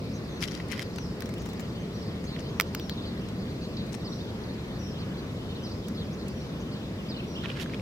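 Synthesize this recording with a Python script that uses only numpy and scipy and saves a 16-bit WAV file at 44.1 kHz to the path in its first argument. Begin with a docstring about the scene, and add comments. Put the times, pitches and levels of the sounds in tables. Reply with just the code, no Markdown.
"""In a garden, a cat eats dry kibble from a plastic dish, close to two spaced microphones.
Pellets fracture between its teeth, impacts excite short damped rings, and its tongue smacks.
Its muzzle stirs the heap, and the dish's resonances colour the rattle.
Some way off, small birds chirp and wheeze in frequency-modulated tones that echo from walls and trees,
over the steady rumble of a town and a faint microphone hiss."""
import sys
import numpy as np
from scipy import signal
from scipy.fft import rfft, irfft
from scipy.io import wavfile
from scipy.ndimage import uniform_filter1d

SR = 44100
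rng = np.random.default_rng(int(sys.argv[2]) if len(sys.argv) > 2 else 0)


def unload_audio(sound):
    """Save the sound as a 16-bit wav file, at the path given as the first command line argument."""
    columns = np.transpose(np.atleast_2d(sound))
    # keep every value between -1 and 1, then stretch to whole-number steps
    steps = np.round(np.clip(columns, -1, 1) * 32767)
    wavfile.write(sys.argv[1], SR, steps.astype(np.int16))


N = 344421
BURST_SAMPLES = 2048
HZ, AGE = np.fft.rfftfreq(BURST_SAMPLES, 1 / SR), np.arange(BURST_SAMPLES) / SR  # a burst's f/Hz, t/s


# modes of the jaw: f/ring f, level/dB
JAW_MODES = [(1, 0), (.65, -2)]
# spectrum of the splinters: f/Hz, level/dB
SPLINTER_SPECTRUM = [(400, -64.5), (950, -19), (1250, 3.5), (2000, 4.5), (3000, 3), (3800, 0), (5000, 5.5),
                     (6000, 1), (6700, -2), (8000, -1), (9300, -23), (11500, -18.5), (14700, -5),
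                     (15700, -11), (16500, -24)]
# directivity of a bite, its top treble beamed to the right: f/Hz, L-R/dB
BITE_DIRECTIVITY = [(7000, 1), (11500, -26), (15000, -25.5)]
# pellets breaking: t/s, ring level/dB, ring f/Hz, splinter level/dB, splinter decay/s, L-R/dB
CRACKS = [(.793, -39, 1800, -39, .002, -5), (1.2062, -47, 2000, -34, 0.0013, -14),
          (2.5993, -11.5, 1980, -16.5, .0009, -4), (2.6096, -21, 2050, -20, .001, -4),
          (2.619, -47, 2200, -33, 0.0018, 1), (2.7486, -35, 1800, -23, 0.0014, 2),
          (2.7977, -37, 3400, -35, 0.00041, 0), (2.8957, -32.5, 3400, -27.5, 0.0016, 5)]

def cracks(ring_decay_s=.0005, rise_s=.00035):
    """Brittle fracture: a pellet gives way, and the jaw rings briefly under a spray of splinters."""
    out = np.zeros((2, N))
    colour = read(SPLINTER_SPECTRUM, HZ) + np.array([[.5], [-.5]]) * read(BITE_DIRECTIVITY, HZ)
    for s, ring_db, hz, splinter_db, splinter_decay_s, pan_db in CRACKS:
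        jaw = sum(amp(db) * np.sin(2 * np.pi * ratio * hz * AGE) for ratio, db in JAW_MODES)
        ring = np.gradient(-jaw * envelope(ring_decay_s, rise_s))
        splinters = coloured(burst(splinter_decay_s, rise_s, apart=.47), colour)
        add(out, s, amp(ring_db) * panned(pan_db) * one_ms(ring))
        add(out, s, amp(splinter_db) * panned(pan_db) * one_ms(splinters))
    return out


# spectrum of a struck pellet: f/Hz, level/dB
PELLET_SPECTRUM = [(300, -19), (1000, 0.5), (1450, 7), (2000, 6.5), (3200, 6), (5600, -1), (7500, -10),
                   (10000, -10), (13000, -13.5), (16000, -25)]
# teeth closing on a pellet: t/s, level/dB, ring f/Hz, tilt/(dB per octave), L-R/dB
TOOTH_TAPS = [(.984, -29.5, 1140, 0.5, 7), (1.2215, -28, 1480, 5, 12), (2.363, -35, 2010, -7, -2),
              (2.389, -36.5, 3220, -3, -4), (7.4372, -34, 3330, -3, -5), (7.4574, -26, 2700, -12, -6),
              (7.5004, -26.5, 2760, -14, -4), (7.516, -35, 3300, -10, -4), (7.571, -35, 2040, -6, -4),
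              (7.5984, -29, 2400, -4, -3), (7.6138, -33, 3900, 5, -2), (7.6225, -34, 3400, 1, 1),
              (7.6598, -33, 1590, -3, -4), (7.6962, -36.5, 1890, -6, -6), (7.7353, -31, 2340, -11, 1),
              (7.744, -31.5, 2930, -3, -4), (7.7962, -36, 2600, 1.5, -1)]

def tooth_taps():
    """Impact excitation: a tooth strikes a pellet and sets off a short, damped ring."""
    out = np.zeros((2, N))
    for s, db, hz, tilt_db, pan_db in TOOTH_TAPS:
        colour = tilted(PELLET_SPECTRUM, tilt_db)
        tap = contact(colour, hz, decay_s=.0027, rise_s=.00013, ring_db=11, ring_octaves=.37)
        add(out, s, amp(db) * panned(pan_db) * tap)
    return out


# modes of the plastic dish: f/Hz, half width/Hz, lift/dB
DISH_MODES = [(1980, 190, 7.5), (3160, 57, 6.5), (3940, 110, 2), (4860, 110, 7), (5540, 260, 9),
              (6800, 200, 7)]

def dish_lift():
    """Modal resonance: each mode of the dish adds a bell-shaped peak, in dB, to the spectrum."""
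    return sum(db / (1 + ((HZ - hz) / half_width) ** 2) for hz, half_width, db in DISH_MODES)


# pellets hitting the dish: t/s, level/dB, ring f/Hz, tilt/(dB per octave), L-R/dB
KNOCKS = [(.4063, -36, 5470, 10, 9), (.4136, -35, 5400, 8, 8), (0.4236, -28, 2880, 9, -3),
          (0.4267, -26, 2100, 6, 4), (0.4343, -28, 4000, 1, 10), (0.439, -23, 3800, 4, 6),
          (.4445, -31, 3000, 5, 7), (.4771, -33, 4660, 0, 8), (0.4833, -31, 3120, -1, 9),
          (0.5117, -37, 5400, 2, 10), (0.5185, -32.5, 5400, 2, 14), (0.541, -40, 5500, 4, 12),
          (.55, -29.5, 5250, 3, 14), (.5754, -39, 5400, 0, 6), (0.601, -31, 1850, -4, -3),
          (.6845, -46, 9000, 12, 8), (0.7155, -30.5, 2130, 12, 8), (.7208, -27, 2570, 9.5, 11),
          (0.73, -28, 1950, -9, -5), (.778, -35, 1900, 8, -8), (0.7935, -23.5, 1670, -1, -3),
          (0.803, -35, 2700, 5, 5), (0.812, -35, 2200, 6, 6), (.819, -34, 2200, 6, 6),
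          (0.8271, -37, 3100, 10, 6)]

def knocks():
    """Impact on a resonator: a pellet's knock is coloured by the modes of the dish."""
    out = np.zeros((2, N))
    for s, db, hz, tilt_db, pan_db in KNOCKS:
        colour = tilted(PELLET_SPECTRUM, tilt_db) + dish_lift()
        knock = contact(colour, hz, decay_s=.0018, rise_s=.00021, ring_db=11.5, ring_octaves=.4)
        add(out, s, amp(db) * panned(pan_db) * knock)
    return out


# the muzzle shoving the heap:
# centre t/s, half length/s, level/dB, tilt/(dB per octave), L-R/dB, share of the dish's lift
SHOVES = [(0.416, .005, -41, 3, 11, .9), (0.434, 0.0095, -33.5, 3, 15, 1), (0.455, .004, -41, 3, 8, .8),
          (0.482, 0.0078, -43.5, 4, 9, 1), (0.536, 0.049, -48, 0, 3, 1), (0.604, 0.0059, -46, -7, 2, .5),
          (0.723, 0.017, -38, -0.5, 10, 0.9), (0.777, .042, -44.5, -3, -3, 0.8),
          (0.824, 0.0065, -39, 2.5, 6, 0.5), (7.45, 0.011, -38, -12, -3, 0.1),
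          (7.499, 0.02, -42.5, -6.5, -2, 0), (7.582, 0.029, -43.5, -7, -2, .3),
          (7.618, 0.015, -38.5, 1.5, -6, 0), (7.734, 0.014, -47.5, -4, -3, .3)]

def shoves(contacts_per_s=2000, spread_db=2, pellets=6):
    """Granular noise: many tiny random collisions among a few pellets merge into a swelling rattle."""
    out = np.zeros((2, N))
    t = np.arange(-SR // 10, SR // 10) / SR
    for s, half_s, db, tilt_db, pan_db, dish_share in SHOVES:
        swell = np.exp(-.5 * (t / half_s) ** 2)
        sizes = amp(spread_db * rng.standard_normal((pellets, len(t))))
        hits = rng.random(sizes.shape) < contacts_per_s / pellets / SR
        rattle = sum(signal.fftconvolve(train[None], burst(decay_s=.00072, rise_s=.0003), axes=1)
                     for train in sizes * hits * swell)
        rattle = coloured(rattle, tilted(PELLET_SPECTRUM, tilt_db) + dish_share * dish_lift())
        swell_rms = np.sqrt(np.sum(swell ** 2) / rattle.shape[1])
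        add(out, s + t[0], amp(db) * panned(pan_db) * unit_rms(rattle) * swell_rms)
    return out


# spectrum of a wet smack: f/Hz, level/dB
TONGUE_SPECTRUM = [(500, 8.5), (1500, 4), (3000, 0), (5500, 0.5), (8000, -4), (11000, -8), (15500, -5)]
# shelf in the top treble: f/Hz, share of a smack's treble lift
TREBLE_SHELF = [(9000, 0), (14000, 1)]
# lean of the smacks as the head turns: t/s, L-R/dB
FACING = [(1, 1), (1.4, 8), (3.9, 10), (5.9, -11.5), (7, -32)]
# spells of chewing: start t/s, end t/s, tick level/dB
CHEWS = [(1.195, 1.624, -41), (3.805, 3.962, -49)]
# tongue and lips: t/s, level/dB, ring f/Hz, tilt/(dB per octave), treble lift/dB
SMACKS = [(.9586, -35, 3100, 0, -7), (1.2575, -35, 5600, -2, -3), (1.2898, -34, 2100, -2.5, -3),
          (1.338, -35.5, 3000, 0, -3), (1.4593, -34, 6800, -6, 3), (1.4685, -41, 5600, -1, -3),
          (1.5953, -31, 6800, -6, 0), (1.603, -38, 6500, -1, 8), (2.2405, -40, 6900, -2, -15),
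          (2.2485, -41, 5400, -1, -15), (2.3925, -34, 6750, -3, -18), (2.403, -37, 5600, -2, -17),
          (3.2856, -36, 5800, -4.5, -10), (3.9232, -38.5, 5900, -2, -12), (3.9292, -34.5, 6100, 2, -10),
          (3.9415, -31, 1990, -3, -12), (3.9475, -34, 5250, 5, -13), (5.8823, -34.5, 5900, 1, 4),
          (6.2815, -38.5, 8400, 10, -5)]

def smacks(tick_hz=7000, tick_tilt_db=-1, spread_db=3, ticks_per_s=24):
    """Separation of wet surfaces: tongue and lips part in noise bursts, and saliva ticks faintly."""
    out, events = np.zeros((2, N)), list(SMACKS)
    for start, end, db in CHEWS:
        for when, size in rng.random((ticks_per_s, 2))[:round(ticks_per_s * (end - start))]:
            tick_db = db + spread_db * (2 * size - 1)
            events.append((start + when * (end - start), tick_db, tick_hz, tick_tilt_db, 0))
    for s, db, hz, tilt_db, treble_db in events:
        colour = tilted(TONGUE_SPECTRUM, tilt_db) + treble_db * read(TREBLE_SHELF, HZ)
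        smack = contact(colour, hz, decay_s=.0042, rise_s=.0009, ring_db=6, ring_octaves=.12)
        pan_db = np.interp(s, *np.transpose(FACING))
        add(out, s, amp(db) * panned(pan_db) * smack)
    return out


def contact(colour, hz, decay_s, rise_s, ring_db, ring_octaves):
    """Source and filter: a noise burst takes on a colour in dB and one resonance at hz."""
    resonance = ring_db / (1 + (np.log2((HZ + 1) / hz) / ring_octaves) ** 2)
    return one_ms(coloured(burst(decay_s, rise_s), colour + resonance))


def burst(decay_s, rise_s, apart=1):
    """Partial coherence: a dying noise, shared by both microphones, plus a part of their own."""
    noise = rng.standard_normal(BURST_SAMPLES) + apart * rng.standard_normal((2, BURST_SAMPLES))
    return noise * envelope(decay_s, rise_s)


def envelope(decay_s, rise_s):
    """Damping: after a quick rise, the amplitude decays exponentially."""
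    return np.exp(-AGE / decay_s) * (1 - np.exp(-AGE / rise_s))


# sparrow-like arches of pitch: t/s, length/s, top f/Hz, place of the top (0-1), level/dB
CHIRPS = [(0.13, 0.055, 6500, .45, -48.5), (.234, .038, 5400, .55, -51), (.355, .034, 4400, .4, -48),
          (1.39, 0.04, 6800, .3, -52), (1.468, .04, 5700, 0.4, -54), (1.487, 0.037, 4350, .4, -51),
          (2.267, 0.055, 4900, 0.4, -44), (2.32, .044, 4420, .5, -43), (2.424, .052, 4700, .4, -48),
          (2.889, 0.045, 4720, 0, -41), (3.05, 0.046, 4760, 0.25, -42.5), (3.609, 0.053, 4800, 0.34, -46),
          (3.622, 0.038, 6800, .8, -57), (3.765, 0.052, 4600, 0.4, -42.5), (4.986, .045, 4920, 0.31, -45.5),
          (5.168, 0.043, 4680, .45, -46), (5.971, 0.045, 4600, 0.7, -43), (6.125, .026, 6600, .65, -50),
          (6.195, 0.049, 4400, .5, -49), (6.592, 0.04, 6650, .55, -53), (6.712, 0.033, 4950, 0.73, -46)]
# sharp points of pitch: t/s of the point, rise/s, fall/s, top f/Hz, level/dB
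FLICKS = [(1.761, .012, .008, 5000, -48), (2.03, .014, .005, 5200, -46), (2.08, .014, .011, 5300, -47.5),
          (3.022, .01, .011, 4750, -48), (3.216, .01, .014, 6650, -55), (4.131, .012, .0092, 4570, -39.5),
          (4.438, .003, .013, 5060, -45), (4.506, .02, .01, 4750, -46), (5.506, .004, .012, 4500, -49),
          (5.564, .012, 0.0074, 4500, -43), (5.722, .007, .004, 4930, -39.5),
          (7.171, .0066, .011, 4680, -39.5), (7.197, .013, .016, 3180, -42),
          (7.368, .016, 0.021, 3540, -37), (7.391, .01, .012, 3700, -42), (7.413, .01, .019, 3630, -41)]
# straight glides: t/s, length/s, start f/Hz, end f/Hz, level/dB
SLIDES = [(0.93, .012, 4900, 5850, -49), (1.618, 0.071, 5200, 3360, -51), (1.8, .03, 6050, 6600, -57),
          (2.245, 0.029, 6000, 6600, -52), (2.49, .028, 6700, 6400, -58), (2.668, .03, 5900, 6400, -59),
          (2.768, 0.038, 5250, 4600, -46), (2.796, 0.023, 3400, 3800, -45), (2.974, 0.025, 3900, 3320, -40),
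          (2.998, .016, 3350, 3650, -44), (3.036, 0.019, 3900, 2950, -41),
          (3.769, 0.0058, 5300, 3700, -36.5), (4.203, .018, 3400, 4030, -41), (4.234, .02, 3650, 3350, -46),
          (5.692, 0.027, 4450, 5050, -50), (5.946, .023, 5200, 4700, -49), (5.976, 0.021, 3350, 3470, -43),
          (6.013, 0.021, 3950, 3070, -40.5), (6.434, .028, 4400, 5100, -55), (7.12, .03, 3750, 3480, -44),
          (7.143, .036, 3050, 2840, -42), (7.195, .022, 2880, 2390, -46)]
# diving calls: t/s, top f/Hz, level/dB
DIVES = [(4.044, 5000, -40), (5.634, 5220, -42), (7.084, 5030, -39.5)]

def near_birds():
    """Frequency modulation: each kind of call is a whistle with its own pitch contour."""
    out = np.zeros((1, N))
    for s, length, top_hz, place, db in CHIRPS:
        add(out, s, amp(db) * chirp(length, top_hz, place))
    for s, rise_s, fall_s, top_hz, db in FLICKS:
        add(out, s - rise_s, amp(db) * flick(rise_s, fall_s, top_hz))
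    for s, length, start_hz, end_hz, db in SLIDES:
        hz = np.linspace(start_hz, end_hz, round(length * SR))
        add(out, s, amp(db) * unit_rms(whistle(hz, waver=.019)))
    for s, top_hz, db in DIVES:
        add(out, s, amp(db) * dive(top_hz))
    return out


def chirp(length, top_hz, place, sag_octaves=.21, gap_hz=526, lower_db=1.5):
    """Biphonation: two voices, a constant step apart, rise to a top and sink again."""
    u = np.linspace(0, 1, round(length * SR))
    from_top = np.interp(u, [0, np.clip(place, .1, .9), 1], [-1, 0, 1])
    hz = top_hz * 2 ** (-sag_octaves * from_top ** 2)
    upper, lower = whistle(hz, waver=.006), whistle(hz - gap_hz, waver=.006)
    return unit_rms(upper + amp(lower_db) * lower)


def flick(rise_s, fall_s, top_hz, depth=.26, sweep_s=.0074):
    """Exponential sweeps: a thin note shoots up to a cusp and drops away."""
    t = np.arange(-rise_s, fall_s, 1 / SR)
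    sag = depth * (1 - np.exp(-abs(t) / sweep_s))
    return unit_rms(whistle(top_hz * (1 - sag), waver=.0047))


def dive(top_hz, length=.045, turn=.44, climb_depth=.068, drop_depth=.306, swell_db=8):
    """Joint pitch and amplitude modulation: a rough note climbs a little, swells and suddenly drops."""
    u = np.linspace(0, 1, round(length * SR))
    climb = np.maximum(1 - u / turn, 0)
    drop = np.maximum(u - turn, 0) / (1 - turn)
    hz = top_hz * (1 - climb_depth * climb ** 2 - drop_depth * drop)
    return unit_rms(whistle(hz, waver=.025, smooth_samples=40) * amp(swell_db * (u - drop / 2)))


def whistle(hz, waver, smooth_samples=60):
    """Phase as the integral of frequency: a tone follows hz, wavers at random and fades in and out."""
    wavering_hz = hz * (1 + waver * jitter(len(hz), smooth_samples))
    phase = 2 * np.pi * np.cumsum(wavering_hz) / SR
    return (np.sin(phase) * signal.windows.tukey(len(hz), .15))[None]


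def jitter(samples, smooth_samples):
    """Moving average: white noise is smoothed into a slower random wobble."""
    return unit_rms(uniform_filter1d(rng.standard_normal(SR // 2), smooth_samples))[:samples]


# constant faint twitter, with one fainter bout from 2.1 to 3.9 s: start t/s, end t/s, level/dB
TWITTER = [(0, 7.8, -50), (2.1, 3.9, -56), (5.1, 4.6, -56)]

def flock(spread_db=5, low_hz=3500, span_hz=2000, short_s=.0183, long_s=.053, calls_per_s=22):
    """Superposition: farther birds' random chirps and flicks, the higher ones fainter, form a twitter."""
    out = np.zeros((1, N))
    for start, end, db in TWITTER:
        for k, (when, pitch, stretch, place, size) in enumerate(rng.random((200, 5))):
            s = start + (k + when) / calls_per_s
            if s < end:
                span = short_s + stretch * (long_s - short_s)
                hz = low_hz + pitch * span_hz
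                call = flick(place * span, (1 - place) * span, hz) if k % 2 else chirp(span, hz, place)
                add(out, s, amp(db + spread_db * (size - pitch)) * call)
    return out


# buzzy notes that sag in pitch: t/s, length/s, start f/Hz, level/dB
WHEEZES = [(.29, .09, 6420, -56), (0.968, .075, 6100, -50.5), (1.02, 0.084, 5570, -53),
           (1.932, 0.11, 5900, -53.5), (2.802, 0.087, 5820, -51), (4.084, .095, 5870, -49.5),
           (4.177, .09, 4900, -54), (4.785, .09, 5920, -49), (4.86, .08, 5710, -52),
           (5.622, .08, 6050, -53), (5.724, 0.087, 5370, -55), (6.35, 0.096, 5950, -54.5),
           (6.452, .075, 5330, -63), (7.268, 0.13, 5930, -52.5)]

def wheezes(shake_hz=61.2, shake_depth=.17, uneven=.84, sag=.0217, fade_db=-2):
    """Modulation sidebands: a fast, uneven, deepening shake of pitch makes a far bird's note buzz."""
    out = np.zeros((1, N))
    for s, length, start_hz, db in WHEEZES:
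        u = np.linspace(0, 1, round(length * SR))
        pace = 1 + uneven * jitter(len(u), smooth_samples=400)
        shake = np.sin(np.pi * np.cumsum(shake_hz * pace) / SR) ** 2 * np.linspace(.5, 1, len(u))
        hz = start_hz * (1 - sag * u ** 2 - shake_depth * np.sqrt(u) * shake)
        note = whistle(hz, waver=.0096, smooth_samples=30) * amp(fade_db * u)
        add(out, s, amp(db) * unit_rms(note))
    return out


def garden(song, direct_db, echo_db, t60, lag_samples=7):
    """Multipath: song reaches the left microphone first and comes back from walls and trees."""
    direct = np.vstack([song, np.roll(song, lag_samples)])
    return amp(direct_db) * direct + amp(echo_db) * echoes(song, t60)


def echoes(x, t60):
    """Reverberation: scattered reflections, different at each microphone, fall 60 dB in t60 seconds."""
    t = np.arange(SR) / SR
    reflections = rng.standard_normal((2, SR)) * (rng.random((2, SR)) < .1) * amp(-60 * t / t60)
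    return signal.fftconvolve(x, unit_rms(reflections) / np.sqrt(SR), axes=1)[:, :N]


# spectral density of the town's rumble: f/Hz, level/dB
TOWN_RUMBLE = [(15, -44), (27, -22), (40, -14.5), (50, -8.5), (62, -4), (90, -0.5), (120, -1), (200, 1),
               (290, -6), (460, -9), (680, -18), (850, -30.5), (1400, -53)]
# spectral density of the steady, faint microphone hiss: f/Hz, level/dB
MIC_HISS = [(470, -15.5), (800, -1), (1070, 0.5), (1610, -5), (1720, -4), (1970, -4), (2130, -5.5),
            (2980, -8.5), (4080, -9.5), (4990, -11), (5380, -12), (9330, -27), (14800, -26), (16000, -45)]
# likeness of the background at the two microphones: f/Hz, coherence
COHERENCE = [(60, 0.98), (130, 1), (290, 0.93), (640, 0.73), (1400, 0.23), (3000, 0.43), (7000, 0.028),
             (15000, 0.029)]
# lead of the left microphone: f/Hz, phase/rad
PHASE_LEAD = [(0, 0), (100, .02), (500, .2), (1120, .7), (2240, 2.7), (4300, 4.4), (7000, 7)]

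def background(spectrum, level_db, patch_db, pan_db, frame=4096, hop=1024):
    """Coherence: steady noise with drifting patches is alike at both microphones in the bass."""
    hz = np.fft.rfftfreq(frame, 1 / SR)
    a, b, c, d, patches = rng.standard_normal((5, N // hop + 5, len(hz)))
    patches = uniform_filter1d(patches, size=5, axis=0)  # smooth in time
    patches = unit_rms(uniform_filter1d(patches, size=50, axis=1))  # and in frequency
    left, independent = a + 1j * b, c + 1j * d
    coherence = read(COHERENCE, hz)
    lag = np.exp(-1j * read(PHASE_LEAD, hz))
    right = (coherence * left + np.sqrt(1 - coherence ** 2) * independent) * lag
    spectra = np.array([left, right]) * amp(read(spectrum, hz) + patch_db * patches)
    _, noise = signal.istft(spectra, nperseg=frame, noverlap=frame - hop, time_axis=1, freq_axis=2)
    return amp(level_db) * panned(pan_db) * unit_rms(noise[:, :N])


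def coloured(x, db):
    """Minimum-phase filtering: a causal response with the gain db at the frequencies HZ."""
    cepstrum = irfft(np.log(amp(db)))
    cepstrum[..., 1:BURST_SAMPLES // 2] *= 2
    cepstrum[..., BURST_SAMPLES // 2 + 1:] = 0
    response = irfft(np.exp(rfft(cepstrum)))
    return signal.fftconvolve(x, np.atleast_2d(response), axes=1)


def tilted(spectrum, tilt_db):
    """Spectral tilt: a colour gains tilt_db per octave from 3 to 9 kHz."""
    return read(spectrum, HZ) + tilt_db * np.log2(np.clip(HZ, 3000, 9000))


def read(points, hz):
    """Interpolation of a table on a log-frequency axis."""
    f, value = np.transpose(points)
    return np.interp(np.log(hz + 1), np.log(f + 1), value)


def amp(db):
    """Amplitude ratio of a level in decibels."""
    return 10 ** (np.asarray(db) / 20)


def unit_rms(x):
    """Power normalisation to rms 1."""
    return x / np.sqrt(np.mean(x ** 2) + 1e-20)


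def one_ms(x):
    """Energy normalisation: a click gets the energy of one millisecond at rms 1."""
    return unit_rms(x) * np.sqrt(SR / 1000 / x.shape[-1])


def panned(pan_db):
    """Constant-power panning: two gains, the left pan_db above the right."""
    return unit_rms(amp([[pan_db / 2], [-pan_db / 2]]))


def add(mix, s, sound):
    """Superposition: a sound joins the mix at time s."""
    part = mix[:, max(round(s * SR), 0):][:, :sound.shape[1]]
    part += sound[:, :part.shape[1]]


def scene():
    """Direct-to-reverberant ratio: the near cat is almost dry; the farthest bird is largely echo."""
    cat = shoves() + knocks() + tooth_taps() + smacks() + cracks()
    cat += amp(-20) * echoes(cat, t60=.05)
    song = garden(near_birds() + flock(), direct_db=-6, echo_db=-13.5, t60=.25)
    far_song = garden(wheezes(), direct_db=-6.5, echo_db=-5.5, t60=.4)
    town = background(TOWN_RUMBLE, level_db=-34.5, patch_db=.03, pan_db=.5)
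    mic_hiss = background(MIC_HISS, level_db=-48, patch_db=1.44, pan_db=1.2)
    return cat + song + far_song + town + mic_hiss


def record(dry, cutoff_hz=16350):
    """Band limiting: a linear-phase low-pass filter removes the highest treble."""
    lowpass = signal.firwin(511, cutoff_hz, window=("kaiser", 9), fs=SR)
    return signal.oaconvolve(dry, lowpass[None], "same")


dry = scene()
out = record(dry)
unload_audio(out)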